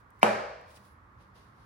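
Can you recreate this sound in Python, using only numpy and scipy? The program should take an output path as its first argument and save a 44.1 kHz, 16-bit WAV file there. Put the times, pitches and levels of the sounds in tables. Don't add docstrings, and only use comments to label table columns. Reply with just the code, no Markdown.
import sys
import numpy as np
from scipy import signal
from scipy.fft import rfft, irfft, next_fast_len
from scipy.io import wavfile
from scipy.ndimage import uniform_filter1d

SR = 44100
rng = np.random.default_rng(int(sys.argv[2]) if len(sys.argv) > 2 else 0)


def bounce(signal):
    frames = np.transpose(np.atleast_2d(signal))
    limited = np.clip(frames, -1, 1)
    pcm = np.round(limited * 32767).astype(np.int16)
    wavfile.write(sys.argv[1], SR, pcm)


N = 72765
SNAP_S = .2298
FFT_SIZE = next_fast_len(N, True)
FFT_HZ = np.fft.rfftfreq(FFT_SIZE, 1 / SR)


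def undb(db):
    return 10 ** (np.asarray(db) / 20)


def on_log(points, hz):
    frequencies, values = np.array(points, float).T
    return np.interp(np.log(np.maximum(hz, 1)), np.log(frequencies), values)


def since(start):
    return np.maximum(np.arange(N) / SR - start, 0)


def fade(t, t60, rise_s):
    return (1 - np.exp(-t / rise_s)) * np.exp(-np.log(1000) * t / t60)


def envelope(points):
    times, levels = np.array(points).T
    return undb(np.interp(since(0), times, levels))


def shape(x, spectrum):
    return irfft(rfft(x, FFT_SIZE) * undb(on_log(spectrum, FFT_HZ)), FFT_SIZE)[..., :N]


def wander(rate_hz):
    span = max(int(SR / rate_hz), 1)
    drift = rng.standard_normal(N)
    for _ in range(2):
        drift = uniform_filter1d(drift, span, mode="wrap")
    return drift / drift.std()


def noise(spectrum, width=None, grain_db=0):
    white = rng.standard_normal((2, N)) * undb(grain_db * wander(600))
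    mid, side = shape(white, spectrum)
    if width is not None:
        side = shape(side, width)
    stereo = np.array([mid + side, mid - side])
    return stereo / stereo.std()


def ventilation():
    # (frequency [Hz], relative density [dB])
    spectrum = [(20, -43), (45, 0.5), (70, 5), (115, 2.5), (160, -7), (280, -7.5), (450, -13.5), (700, -16),
                (1100, -6.5), (1500, -13.5), (2000, -19.5), (2700, -32), (4500, -38.5), (8000, -46.5),
                (15000, -49.5)]
    # (frequency [Hz], side over mid [dB])
    width = [(60, -28.5), (110, -20.5), (200, -11.5), (380, -3.5), (700, -6), (1300, 2.5), (4400, -2),
             (15000, 3)]
    # (frequency [Hz], base level [dB])
    tones = [(117, -70.5), (194, -76)]
    # (time [s], gain [dB])
    swells = [(0, 4), (.77, 1), (.82, 13), (.88, -1), (1.3, 7), (1.65, -6.5)]
    air, hum = noise(spectrum, width) * undb(-56), 0
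    for hz, db in tones:
        amplitude = np.sqrt(2) * undb(db) * (1 + .5 * wander(7))
        hum += amplitude * np.sin(2 * np.pi * hz * since(0) + wander(4.6))
    return (air + hum * envelope(swells)) * undb([[-2.5], [0]])


def hand_slide():
    # (frequency [Hz], relative density [dB])
    rub_spectrum = [(800, -46), (2500, 7), (5000, 6), (7000, -0.5), (11000, 3.5), (12500, -24),
                    (15000, 2.5)]
    hiss_spectrum = [(5000, -30.5), (9800, -14), (11000, 2), (12000, -14.5), (15000, -25)]
    # (time [s], level [dB])
    rub_levels = [(0, -70.5), (.07, -104), (.15, -81), (.2, -76), (.25, -107), (.6, -92), (.67, -75),
                  (.708, -61), (.736, -66.5), (.765, -56.5), (.79, -68.5), (.825, -71.5), (.855, -65.5),
                  (.93, -77.5), (1.0, -100.5)]
    hiss_levels = [(.8, -96), (.84, -78), (.865, -75), (.93, -78.5), (1.0, -100)]
    rub = noise(rub_spectrum, grain_db=.5) * envelope(rub_levels)
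    return rub + noise(hiss_spectrum) * envelope(hiss_levels)


def finger_ticks():
    # (time [s], level [dB], T60 [s], downward tilt [dB/octave])
    touches = [(.104, -60, 0.017, -11), (.193, -62, .03, -15), (0.613, -59, .007, -9),
               (.771, -49.5, 0.024, 5.5)]
    # (frequency [Hz], relative density [dB])
    spectrum = [(200, -20), (1800, -10), (2400, 6), (5000, -7.5), (9000, -5.5), (15000, -18.5)]
    out = 0
    for start, db, t60, tilt in touches:
        tilted = [(hz, level - tilt * np.log2(hz)) for hz, level in spectrum]
        out += noise(tilted) * undb(db) * fade(since(start), t60, rise_s=.00027)
    return out


def lever_scrape():
    # (frequency [Hz], relative density [dB])
    spectrum = [(300, -18.5), (1500, -20.5), (1900, -9), (2100, -8), (2350, -1), (2800, -23.5), (3600, -26),
                (5200, -20.5), (8000, -35), (15000, -41.5)]
    # (frequency [Hz], side over mid [dB])
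    width = [(300, -3), (2100, -11), (5000, 1.5)]
    # (time [s], level [dB])
    levels = [(.212, -69), (.218, -47.5), (.226, -43), (.23, -36.5), (.233, -60)]
    t = since(0)
    moving = (t > levels[0][0]) & (t <= levels[-1][0])
    return noise(spectrum, width, grain_db=1) * envelope(levels) * moving


def clamp_response(start, size=2048):
    # (frequency [Hz], relative level [dB])
    spectrum = [(30, -65), (100, -49), (160, -37.5), (250, -23), (550, -6.5), (830, 0), (1100, -3),
                (1450, -8.5), (1950, -18), (2300, -12), (3120, -16.5), (3400, -43), (6000, -44.5),
                (16000, -56.5)]
    bending_delay_s, bending_hz = .00036, 1030
    hz, first = np.fft.rfftfreq(size, 1 / SR), int(start * SR)
    magnitude = undb(on_log(spectrum, hz) + 27)
    cepstrum = irfft(np.log(magnitude))
    cepstrum[1:] *= 2
    cepstrum[size // 2:] = 0
    lag_cycles = hz * (start - first / SR) + 2 * bending_delay_s * np.sqrt(hz * bending_hz)
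    ring = irfft(np.exp(rfft(cepstrum) - 2j * np.pi * lag_cycles))
    return np.pad(ring, (first, N - first - size))


def lever_clack():
    # (time [s], relative level [dB])
    contacts = [(0.2297, 3.5), (0.2326, -6)]
    # (frequency [Hz], relative density [dB])
    spectrum = [(1500, -14), (3000, 1), (3800, 8), (5000, -1), (6300, -1), (7200, -10), (8200, 1.5),
                (9700, 3.5), (12000, -7), (15500, -2)]
    left_lag_s, left_db = .00034, -.5
    crack, out = noise(spectrum) * undb(-21), np.zeros((2, N))
    for start, db in contacts:
        for channel, arrival in enumerate((start + left_lag_s, start)):
            burst = crack[channel] * fade(since(arrival), t60=.009, rise_s=.0006)
            out[channel] += undb(db) * (clamp_response(arrival) + burst)
    return out * undb([[left_db], [0]])


def arm_ring():
    # (frequency [Hz], level [dB], T60 [s])
    modes = [(119, -40.5, 0.64), (185, -34, 0.39), (199.7, -32.5, 0.29), (214.7, -25.5, .4),
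             (355.7, -40, 0.47), (392, -40, .45), (482, -38, 1), (496.5, -40.5, 0.62), (587, -35, 0.73),
             (626, -34, 0.91), (811, -29.5, 0.59), (840, -37, .65), (1047, -48.5, 0.59), (1270, -43, 0.776),
             (1594, -38.5, .6), (2180, -41.5, .65), (2385, -40, .75)]
    full_spread_hz = 700
    t, out = since(SNAP_S), 0
    for hz, db, t60 in modes:
        phase = rng.uniform(-1, 1) * min(hz / full_spread_hz, 1) * np.array([[1], [-1]])
        out += undb(db) * np.sin(2 * np.pi * hz * t + phase) * fade(t, t60, rise_s=.0046)
    return out


def hall_tail(bands=14):
    # (frequency [Hz], relative density [dB])
    spectrum = [(40, -54.5), (80, -39.5), (150, -24), (210, -16.5), (300, -12), (380, -2.5), (600, 0.5),
                (900, -8), (1300, -11), (1750, -10), (2050, -15), (2350, -15), (2800, -20.5), (3400, -27.5),
                (5000, -29), (7000, -36), (10000, -37), (15000, -49)]
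    # (frequency [Hz], side over mid [dB])
    width = [(100, -22), (200, -7.5), (380, -10), (700, 0.5), (1300, 1.5), (2400, -7.5), (5000, 0.5),
             (15000, 1.5)]
    # (frequency [Hz], T60 [s])
    decay_times = [(100, 0.607), (300, 0.55), (600, 0.77), (1200, 0.82), (2600, 0.83), (5000, 0.89),
                   (9000, 0.5), (15000, .33)]
    t, out = since(SNAP_S + .0025), 0
    field = rfft(noise(spectrum, width), FFT_SIZE) * undb(-21)
    centres = np.geomspace(100, 15000, bands)
    for centre, weights in zip(centres, np.eye(bands)):
        triangle = on_log(np.c_[centres, weights], FFT_HZ)
        band = irfft(field * triangle, FFT_SIZE)[:, :N]
        out += band * fade(t, on_log(decay_times, centre), rise_s=.0026)
    return out


def hall_echoes():
    # (delay [s], gain [dB], left over right [dB], left lag [s])
    reflections = [(.0068, -23, 23, -.0003), (.0178, -15, -9, 0.014), (.0205, -22, 3.5, 0.0035),
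                   (.0375, -21, 9, .0002), (.0458, -17.5, -2, .0001), (.0625, -42, 18, -.0001)]
    out = np.zeros((2, N))
    for delay, db, pan_db, left_lag in reflections:
        out[0] += undb(db + pan_db / 2) * clamp_response(SNAP_S + delay + left_lag)
        out[1] += undb(db - pan_db / 2) * clamp_response(SNAP_S + delay)
    return out


def sleeve_rustle():
    # (frequency [Hz], relative density [dB])
    spectrum = [(200, 4.5), (600, 12), (1500, 2.5), (2300, -2.5), (2700, 2), (3300, 0.5), (4500, 0.5),
                (6000, -4.5), (7500, -13.5), (10000, -6.5), (15000, -19.5)]
    # (time [s], level [dB])
    levels = [(1.12, -102), (1.18, -78.5), (1.21, -65), (1.27, -75.5), (1.335, -82), (1.358, -61),
              (1.395, -63), (1.415, -64), (1.54, -75.5), (1.6, -68.5), (1.65, -69)]
    return noise(spectrum, grain_db=.5) * envelope(levels)


def scene():
    snap = lever_clack() + arm_ring() + hall_tail() + hall_echoes()
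    handling = lever_scrape() + hand_slide() + sleeve_rustle() + finger_ticks()
    return snap + handling + ventilation()


def record(dry):
    ceiling, cutoff_hz = .93, 15800
    rounded = dry / (1 + (dry / ceiling) ** 10) ** (1 / 10)
    return signal.sosfilt(signal.ellip(8, .2, 70, cutoff_hz, fs=SR, output="sos"), rounded)


dry = scene()
out = record(dry)
bounce(out)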